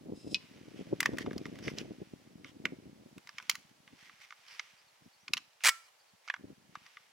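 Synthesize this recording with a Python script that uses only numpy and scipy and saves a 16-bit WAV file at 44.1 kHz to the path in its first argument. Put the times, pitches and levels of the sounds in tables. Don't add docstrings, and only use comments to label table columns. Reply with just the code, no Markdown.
import sys
import numpy as np
from scipy import signal
from scipy.fft import rfft, irfft
from scipy.io import wavfile

SR = 44100
rng = np.random.default_rng(int(sys.argv[2]) if len(sys.argv) > 2 else 0)


def store_pcm(level_fs):
    pcm = np.round(np.clip(level_fs, -1, 1) * 32767).astype(np.int16)
    wavfile.write(sys.argv[1], SR, np.atleast_2d(pcm).T)


N = 314124
TIME = np.arange(N) / SR
HIT_N = 8192
HIT_TIME = TIME[:HIT_N]


# t/s, level/dB, ring f/Hz, treble send/dB, top send/dB
KNOCKS = [(1.004, -16, 2030, -14.5, -14), (1.029, -21, 1810, -16, -25), (1.058, -13, 1830, -17.5, -29),
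          (1.069, -34, 1780, -31, -41), (1.184, -23.5, 1890, -18, -21.5), (1.262, -33, 810, -32, -44),
          (1.309, -38, 1650, -31, -35), (1.379, -41, 5000, -4, -14.5), (1.455, -33.5, 1960, -17, -45),
          (1.68, -24.5, 2030, -44, -35), (1.784, -40, 2680, 5, -19), (2.445, -38, 2190, -17.5, -42),
          (2.654, -16.5, 2154, -21, -35.5), (3.18, -45.5, 2630, -12.5, -15), (3.272, -44, 2040, -7, -20),
          (3.291, -37, 1750, -9.5, -30), (3.383, -27.5, 2250, -14.5, -32.5), (3.4, -37.5, 1520, -27, -42),
          (3.496, -17, 2160, -5, -12), (3.512, -35, 2330, -2, -19), (3.553, -32.5, 1980, -9, -16.5),
          (3.877, -43.5, 2130, -30, -34), (4.095, -42, 2000, -32, -41), (4.306, -40.5, 2200, -13.5, -49),
          (4.324, -38, 1260, -25, -45), (4.482, -48.5, 3200, -5, -27), (4.595, -25.5, 2130, -12.5, -46),
          (5.28, -33, 2460, -10.5, -36), (5.335, -16, 2650, -7, -20.5), (5.369, -28, 2800, -11, -31),
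          (5.376, -27.5, 3050, -12.5, -24.5), (5.606, -46, 2710, -25.5, -37),
          (6.277, -37.5, 1370, -12.5, -42), (6.284, -32, 2200, -20, -45), (6.3, -18.5, 1744, -34, -61),
          (6.34, -26.5, 1570, -24, -49), (6.363, -42, 1530, -27, -39), (6.754, -31, 1210, -23, -34),
          (6.863, -47.5, 1900, -8.5, -25), (6.97, -38.5, 2030, -27, -39)]
# f/Hz, level/dB, t60/s
STOCK_MODES = [(1175, -9, 0.058), (1463, -4, .035), (2120, -0.5, 0.03), (3580, -1, 0.012),
               (5940, -12.5, 0.023)]
# t/s, left minus right/dB
KNOCK_PAN = [(1, -.3), (2.6, -2.7), (3.5, -1.5), (4.6, -3.2), (5.3, -2), (6.3, -3), (6.75, 1)]


def gun_knocks(body_t60=.012, grit_t60=.039, bright_t60=.016):
    out = np.zeros((2, N))
    for s, db, hz, treble_db, top_db in list(KNOCKS) + loose_ticks():
        dull_db = -22.5 + .37 * (-22 - db)
        noise = stereo_noise(HIT_N, .85)
        grit = noise * decay(grit_t60, .00034)
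        bright = noise * decay(bright_t60, .00022)
        body = amp(-9) * band(thock(hz, body_t60), 640, 7000)
        dull = amp(dull_db - .5) * punch(band(grit, 1010, 1524))
        mids = amp(-18) * punch(band(grit, 1400, 3300))
        stock = amp(dull_db + 1) * punch(band(ring(STOCK_MODES)[:HIT_N], 800, 9000))
        treble = amp(treble_db - 1) * punch(band(bright, 2950, 6000))
        top = amp(top_db - 1) * punch(band(bright, 6500, 10500) + amp(-6) * band(bright, 10500, 16500))
        blow = body + dull + mids + stock + treble + top
        add(out, s + .0006, amp(db) * blow * pan(np.interp(s, *np.transpose(KNOCK_PAN))))
        touch = punch(band(bright[::-1], 1300, 5200))
        add(out, s - .0015, amp(db - 24) * touch)
    return out


# start t/s, end t/s
FUMBLE_SPELLS = [(1.07, 1.8), (3.39, 3.6)]


def loose_ticks(per_s=10, level_db=-45.5, spread_db=3.5, ring_hz=1610, spread_octaves=.69):
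    treble_db, top_db = -11.5, -18
    rows = []
    for start, end in FUMBLE_SPELLS:
        for k, (late, size, pitch) in enumerate(rng.uniform(-1, 1, (40, 3))):
            s = start + (k + .5 + late / 2) / per_s
            if s < end:
                hz = ring_hz * 2 ** (spread_octaves * pitch)
                rows.append((s, level_db + spread_db * size, hz, treble_db, top_db))
    return rows


def thock(hz, t60):
    angle = 2 * np.pi * hz * HIT_TIME
    phase = rng.uniform(0, 2 * np.pi, 2)
    upper = amp(-10) * np.sin(1.401 * angle + phase[0])
    lower = amp(-13) * np.sin(.646 * angle + phase[1])
    return punch(decay(t60, .00014) * (np.sin(angle) + upper + lower))


# t/s, level/dB, ring f/Hz, crash t60/s
BOLT_HITS = [(5.6372, -23, 2520, .025), (5.6418, -25, 2100, .02), (5.6466, -16.5, 2060, .045),
             (5.656, -14.5, 2300, .045), (5.664, -18.5, 1990, .012), (5.6671, -12, 2320, .05),
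             (5.6730, -15.5, 2060, .035), (5.684, -13.5, 1886, .04), (5.6899, -14, 2244, .022)]
# f/Hz, level/dB
BOLT_EQ = [(60, -52), (250, -36), (500, -9), (750, -1), (1300, 4.5), (2100, 8.5), (3200, 5.5), (5000, 5),
           (7500, 3), (10000, -1), (11500, -12.5), (13500, -3.5), (16000, -14)]


def bolt_slam(crash_db=-7, body_db=-12):
    crash, body = np.zeros((2, 2, N))
    for s, db, hz, t60 in BOLT_HITS:
        add(crash, s, amp(db) * punch(stereo_noise(HIT_N, .94) * decay(t60, .00063)))
        add(body, s, amp(db) * thock(hz, t60 / 2))
    return (amp(crash_db) * eq(crash, BOLT_EQ) + amp(body_db) * band(body, 550, 9000)) * pan(-2)


# f/Hz, level/dB, t60/s
STEEL_MODES = [(1342, -9, 0.27), (1936, 0, 0.081), (2210, -4, 0.067), (2630, -4.5, .05), (3643, -6.5, .06),
               (4796, -11.5, 0.09), (5380, -11.5, 0.12), (6900, -6, .07), (7760, -10, .12),
               (8500, -7.5, .1), (9850, -4, 0.037), (13840, -13, .12), (15680, -14.5, .08)]


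def steel_ring(blows, send_db):
    tone = np.array([ring(STEEL_MODES), ring(STEEL_MODES)])
    tone = tone + .57 * tone[::-1]
    return amp(send_db) * signal.fftconvolve(blows, tone / np.linalg.norm(tone[0]), axes=1)[:, :N]


# t/s, level/dB
THUMB_PUSH = [(.145, -73), (.165, -60), (.2, -63), (.26, -64.5), (.29, -61), (.315, -53.5), (.34, -53),
              (.35, -78)]
# f/Hz, level/dB, t60/s
BRASS_MODES = [(1030, -18, .9), (2530, 8, 0.069), (2880, -28.5, .6), (2880, 3, 0.054), (3540, 9.5, 0.014),
               (3960, 10, .018), (4230, -13, 0.021), (4850, 14, 0.0076), (5200, 6, 0.02), (7920, -41, .025)]


def cartridge(snap_s=.3447, ring_db=-23, tick_db=-31):
    grit = stereo_noise(N, .67) * amp(1.8 * wander(53))
    sing = unit(band(grit, 4800, 5550))
    sing += amp(-8.5) * unit(band(grit, 2600, 2740)) + amp(-10) * unit(band(grit, 3700, 4500))
    hiss = unit(band(grit, 2800, 9100))
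    sliding = (TIME > THUMB_PUSH[0][0]) & (TIME < snap_s)
    out = fader(THUMB_PUSH) * unit(amp(-3) * sing + amp(-3.5) * hiss) * sliding
    brass = punch(band(ring(BRASS_MODES), 2000, 12000))
    add(out, snap_s, amp(ring_db) * brass * pan(1))
    tick = stereo_noise(HIT_N, .08) * decay(.068, .00061)
    add(out, snap_s, amp(tick_db) * punch(band(tick, 2170, 5400)))
    return out


# t/s, level/dB
RUB_RIDE = [(.33, -73), (.42, -63.5), (.6, -65), (1.2, -63), (1.78, -60.5), (1.94, -66), (2.35, -72),
            (3.15, -72.5), (3.45, -61), (3.8, -75), (4.02, -62.5), (4.38, -66.5), (4.58, -57.5), (4.9, -71),
            (6.65, -74), (6.86, -62), (7.12, -70)]
# f/Hz, level/dB
RUB_EQ = [(200, -36.5), (600, -14.5), (1100, -3), (2100, 3), (3000, 1.5), (4200, -5), (5600, -4),
          (7500, -14), (11000, -19.5), (16000, -28)]
# t/s, length/s, level/dB, resonance f/Hz
SCRAPE_STROKES = [(0.747, 0.096, -66, 2930), (1.033, 0.032, -55, 1950), (1.186, 0.055, -48.5, 1870),
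                  (1.613, 0.12, -52.5, 5370), (1.759, 0.071, -51.5, 2800), (2.442, 0.078, -60.5, 3240),
                  (3.49, 0.047, -50, 2570), (3.975, 0.14, -66, 1940), (4.195, 0.071, -58, 2160),
                  (4.453, 0.13, -60, 5000), (5.603, 0.061, -57.5, 2580), (6.237, 0.045, -66.5, 2200)]


def rubbing(trim_db=-.5, resonance_db=-3.5, catches_per_s=35):
    catches = (rng.random(N) < catches_per_s / SR) * rng.uniform(-.93, 1, N)
    grain = stereo_noise(N, .46) * amp(1.5 * wander(300))
    friction = unit(eq(grain + amp(24) * catches, RUB_EQ))
    out = fader(RUB_RIDE) * amp(trim_db) * friction
    for s, length, db, hz in SCRAPE_STROKES:
        stroke = friction[:, round(s * SR):][:, :round(length * SR)]
        resonance = unit(band(stroke, hz / 1.25, hz * 1.25))
        stroke = unit(unit(stroke) + amp(resonance_db) * resonance)
        add(out, s, amp(db) * stroke * signal.windows.tukey(stroke.shape[1], .7))
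    return out * pan(-2)


# f/Hz, level/dB
WIND_EQ = [(20, -50), (50, -21.5), (100, -9), (170, -4), (300, -3), (420, -10.5), (600, -14.5), (900, -30),
           (2000, -55.5), (6000, -66.5)]
# f/Hz, left minus right phase/rad
PORT_PHASE = [(20, -.1), (70, -.4), (150, -.85), (300, -1.3), (700, -1.4)]


def wind(rumble_db=-6, pop_db=-5.5, pops_per_s=150):
    strength = breeze()
    pops = unit((rng.random(N) < pops_per_s / SR) * rng.choice([-1, 1], N) * rng.uniform(.3, 1, N))
    rumble = unit(stereo_noise(N, .7) * amp(6 * np.minimum(wander(57), 1.5)))
    bed = amp(rumble_db) * unit(eq(rumble, WIND_EQ)) + amp(pop_db) * unit(eq(pops, WIND_EQ))
    out = strength * bed + buffets(strength)
    shift = np.exp(1j * at_hz(PORT_PHASE, np.fft.rfftfreq(N, 1 / SR)) / 2)
    return irfft(rfft(out) * np.array([shift, shift.conj()]), N) * pan(.8)


# t/s, level/dB
SHARP_BUFFETS = [(.1, -34), (.135, -33.5), (.274, -31), (.323, -36), (.812, -31), (.934, -24),
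                 (1.138, -27.5), (1.282, -24.5), (1.365, -27.5), (1.486, -35.5), (1.676, -27), (1.919, -35),
                 (2.018, -31), (2.137, -34.5), (2.66, -33.5), (2.733, -36), (2.877, -40.5), (3.178, -39.5),
                 (3.936, -48.5), (5.064, -47.5), (5.307, -45), (6.137, -59.5), (6.447, -43), (6.504, -40)]


def buffets(strength, trim_db=-1, lesser_per_s=14, over_wind_db=14, spread_db=3.5):
    phases = rng.random(500)
    late, size = rng.random((400, 2)).T
    times = (np.arange(len(late)) + late) / lesser_per_s
    wind_db = 20 * np.log10(np.interp(times, TIME, strength))
    levels = wind_db + over_wind_db + spread_db * (2 * size - 1)
    lesser = [(s, db) for s, db in zip(times, levels) if s < TIME[-1]]
    out = np.zeros((2, N))
    for (s, db), phase in zip(list(SHARP_BUFFETS) + lesser, phases):
        add(out, s - TIME[512], amp(trim_db) * band(puff(db, phase), 55, 3000))
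    return out


def puff(db, phase, ref_hz=312, ref_db=-27.5, db_per_octave=38, width_cycles=.39):
    hz = ref_hz * 2 ** ((db - ref_db) / db_per_octave)
    cycles = (TIME[:1024] - TIME[512]) * hz
    swing, edge = (np.exp(-(u / width_cycles) ** 2 / 2) * np.cos(2 * np.pi * (u + phase))
                   for u in (cycles, 1.9 * cycles))
    return amp(db) * (swing + amp(-14.5) * edge)


# t/s, level/dB
BREEZE_RIDE = [(0, -63.5), (.46, -63), (.56, -53.5), (.88, -50), (1.02, -51), (1.1, -41.5), (1.56, -49.5),
               (1.78, -42), (2.08, -63.5), (2.37, -56.5), (3.05, -56), (3.25, -75.5), (3.62, -69.5),
               (4.1, -74), (4.25, -90), (5.3, -86.5), (6.05, -103), (7.12, -83.5)]
# peak t/s, length/s, level/dB
GUST_SWELLS = [(.09, 0.21, -47), (.29, 0.28, -50), (2.65, 0.21, -56.5), (4.76, 0.21, -82),
               (5.02, 0.074, -68), (5.35, 0.3, -66.5), (6.46, 0.22, -54.5), (6.68, 0.43, -66.5)]


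def breeze(swell_s=.053, swell_db=-15):
    swells = list(GUST_SWELLS) + [(s, swell_s, db + swell_db) for s, db in SHARP_BUFFETS]
    strength = fader(BREEZE_RIDE)
    for s, length, db in swells:
        strength += amp(db) * np.cos(np.pi * np.clip((TIME - s) / length, -.5, .5)) ** 2
    return strength


# f/Hz, t60/s
TAIL_DECAY = [(300, .3), (1200, .4), (3000, .39), (8000, .4), (16000, .36)]


def range_echo(gun, near_db=-19, tail_db=-23.5, bank_db=-45, bank_s=.195):
    near = stereo_noise(HIT_N, .5) * decay(.032, .004)
    hz, t, spectrum = signal.stft(stereo_noise(SR, .1), SR, nperseg=256)
    fade = amp(-60 * t / at_hz(TAIL_DECAY, hz)[:, None])
    tail = signal.istft(spectrum * fade, SR, nperseg=256)[1]
    bank = stereo_noise(HIT_N, .37) * decay(.013, .002)
    response = np.zeros((2, SR))
    for s, db, part in [(.002, near_db, near), (.01, tail_db, tail), (bank_s, bank_db, bank)]:
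        add(response, s, amp(db) * part / np.linalg.norm(part[0]))
    return signal.fftconvolve(gun, response, axes=1)[:, :N]


# t/s, length/s, start f/Hz, end f/Hz, level/dB
BIRD_CALLS = [(4.761, 0.066, 4700, 4980, -62.5), (4.863, .05, 4500, 4350, -66),
              (5.024, 0.055, 5300, 5450, -72), (5.11, 0.065, 4580, 4270, -65),
              (5.176, 0.087, 5360, 6400, -66), (5.804, 0.083, 5050, 4950, -64.5),
              (5.98, .06, 4440, 4750, -64.5), (6.06, 0.065, 4540, 4250, -68)]


def birds(trim_db=-3):
    out = np.zeros((2, N))
    for s, length, start_hz, end_hz, db in BIRD_CALLS:
        size = round(length * SR)
        hz = np.linspace(start_hz, end_hz, size) * (1 + .035 * wander(300)[:size])
        add(out, s, amp(db + trim_db) * np.hanning(size) * np.sin(2 * np.pi * np.cumsum(hz) / SR))
    return out


# f/Hz, level/dB
AIR_EQ = [(20, -31.5), (100, -16), (250, -16), (500, -1.5), (850, 1.5), (1400, -4.5), (2800, -8),
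          (4600, -6), (6500, -9), (11000, -14.5), (16000, -19.5)]


def open_air(hiss_db=-69, whine_db=-93, whine_hz=11025):
    hiss = unit(eq(stereo_noise(N, .05), AIR_EQ)) * amp(.5 * wander(3))
    return amp(hiss_db) * hiss + amp(whine_db) * np.sin(2 * np.pi * whine_hz * TIME)


def amp(db):
    return 10 ** (np.asarray(db) / 20)


def pan(db):
    return amp([[db / 2], [-db / 2]])


def unit(x):
    return x / np.sqrt(np.mean(x ** 2) + 1e-20)


def fader(rows):
    return amp(np.interp(TIME, *np.transpose(rows)))


def at_hz(points, hz):
    f, value = np.transpose(points)
    return np.interp(np.log(hz + 1), np.log(f + 1), value)


def eq(x, points):
    return irfft(rfft(x) * amp(at_hz(points, np.fft.rfftfreq(x.shape[-1], 1 / SR))), x.shape[-1])


def band(x, low_hz, high_hz):
    return signal.sosfilt(signal.butter(3, [low_hz, high_hz], "band", fs=SR, output="sos"), x)


def stereo_noise(size, correlation):
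    noise = rng.standard_normal((3, size))
    return np.sqrt(correlation) * noise[0] + np.sqrt(1 - correlation) * noise[1:]


def wander(hz):
    rolloff = np.exp(-(np.fft.rfftfreq(N, 1 / SR) / hz) ** 2)
    return unit(irfft(rfft(rng.standard_normal(N)) * rolloff, N))


def add(mix, s, sound):
    part = mix[:, max(round(s * SR), 0):][:, :sound.shape[-1]]
    part += sound[..., :part.shape[1]]


def decay(t60, rise_s):
    return amp(-60 * HIT_TIME / t60) * (1 - np.exp(-HIT_TIME / rise_s))


def punch(x, span_s=.0044):
    return unit(x) * np.sqrt(span_s * SR / x.shape[-1])


def ring(modes):
    t = TIME[:SR // 2]
    return sum(amp(db - 60 * t / t60) * np.sin(2 * np.pi * (hz * t + rng.random()))
               for hz, db, t60 in modes)


def scene(left_lag_s=1.3e-5):
    knocks, slam = gun_knocks(), bolt_slam()
    gun = knocks + steel_ring(knocks, send_db=-43) + slam + steel_ring(slam, send_db=-20) + rubbing()
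    delay = np.exp(-2j * np.pi * np.fft.rfftfreq(N, 1 / SR) * left_lag_s)
    gun[0] = irfft(rfft(gun[0]) * delay, N)
    gun += cartridge()
    return gun + range_echo(gun) + wind() + open_air() + birds()


def record(dry):
    ceiling, cutoff_hz = .43, 16300
    rounded = dry / (1 + (dry / ceiling) ** 4) ** (1 / 4)
    lowpass = signal.firwin(511, cutoff_hz, window=("kaiser", 9), fs=SR)
    return signal.oaconvolve(rounded, lowpass[None], "same")


dry = scene()
out = record(dry)
store_pcm(out)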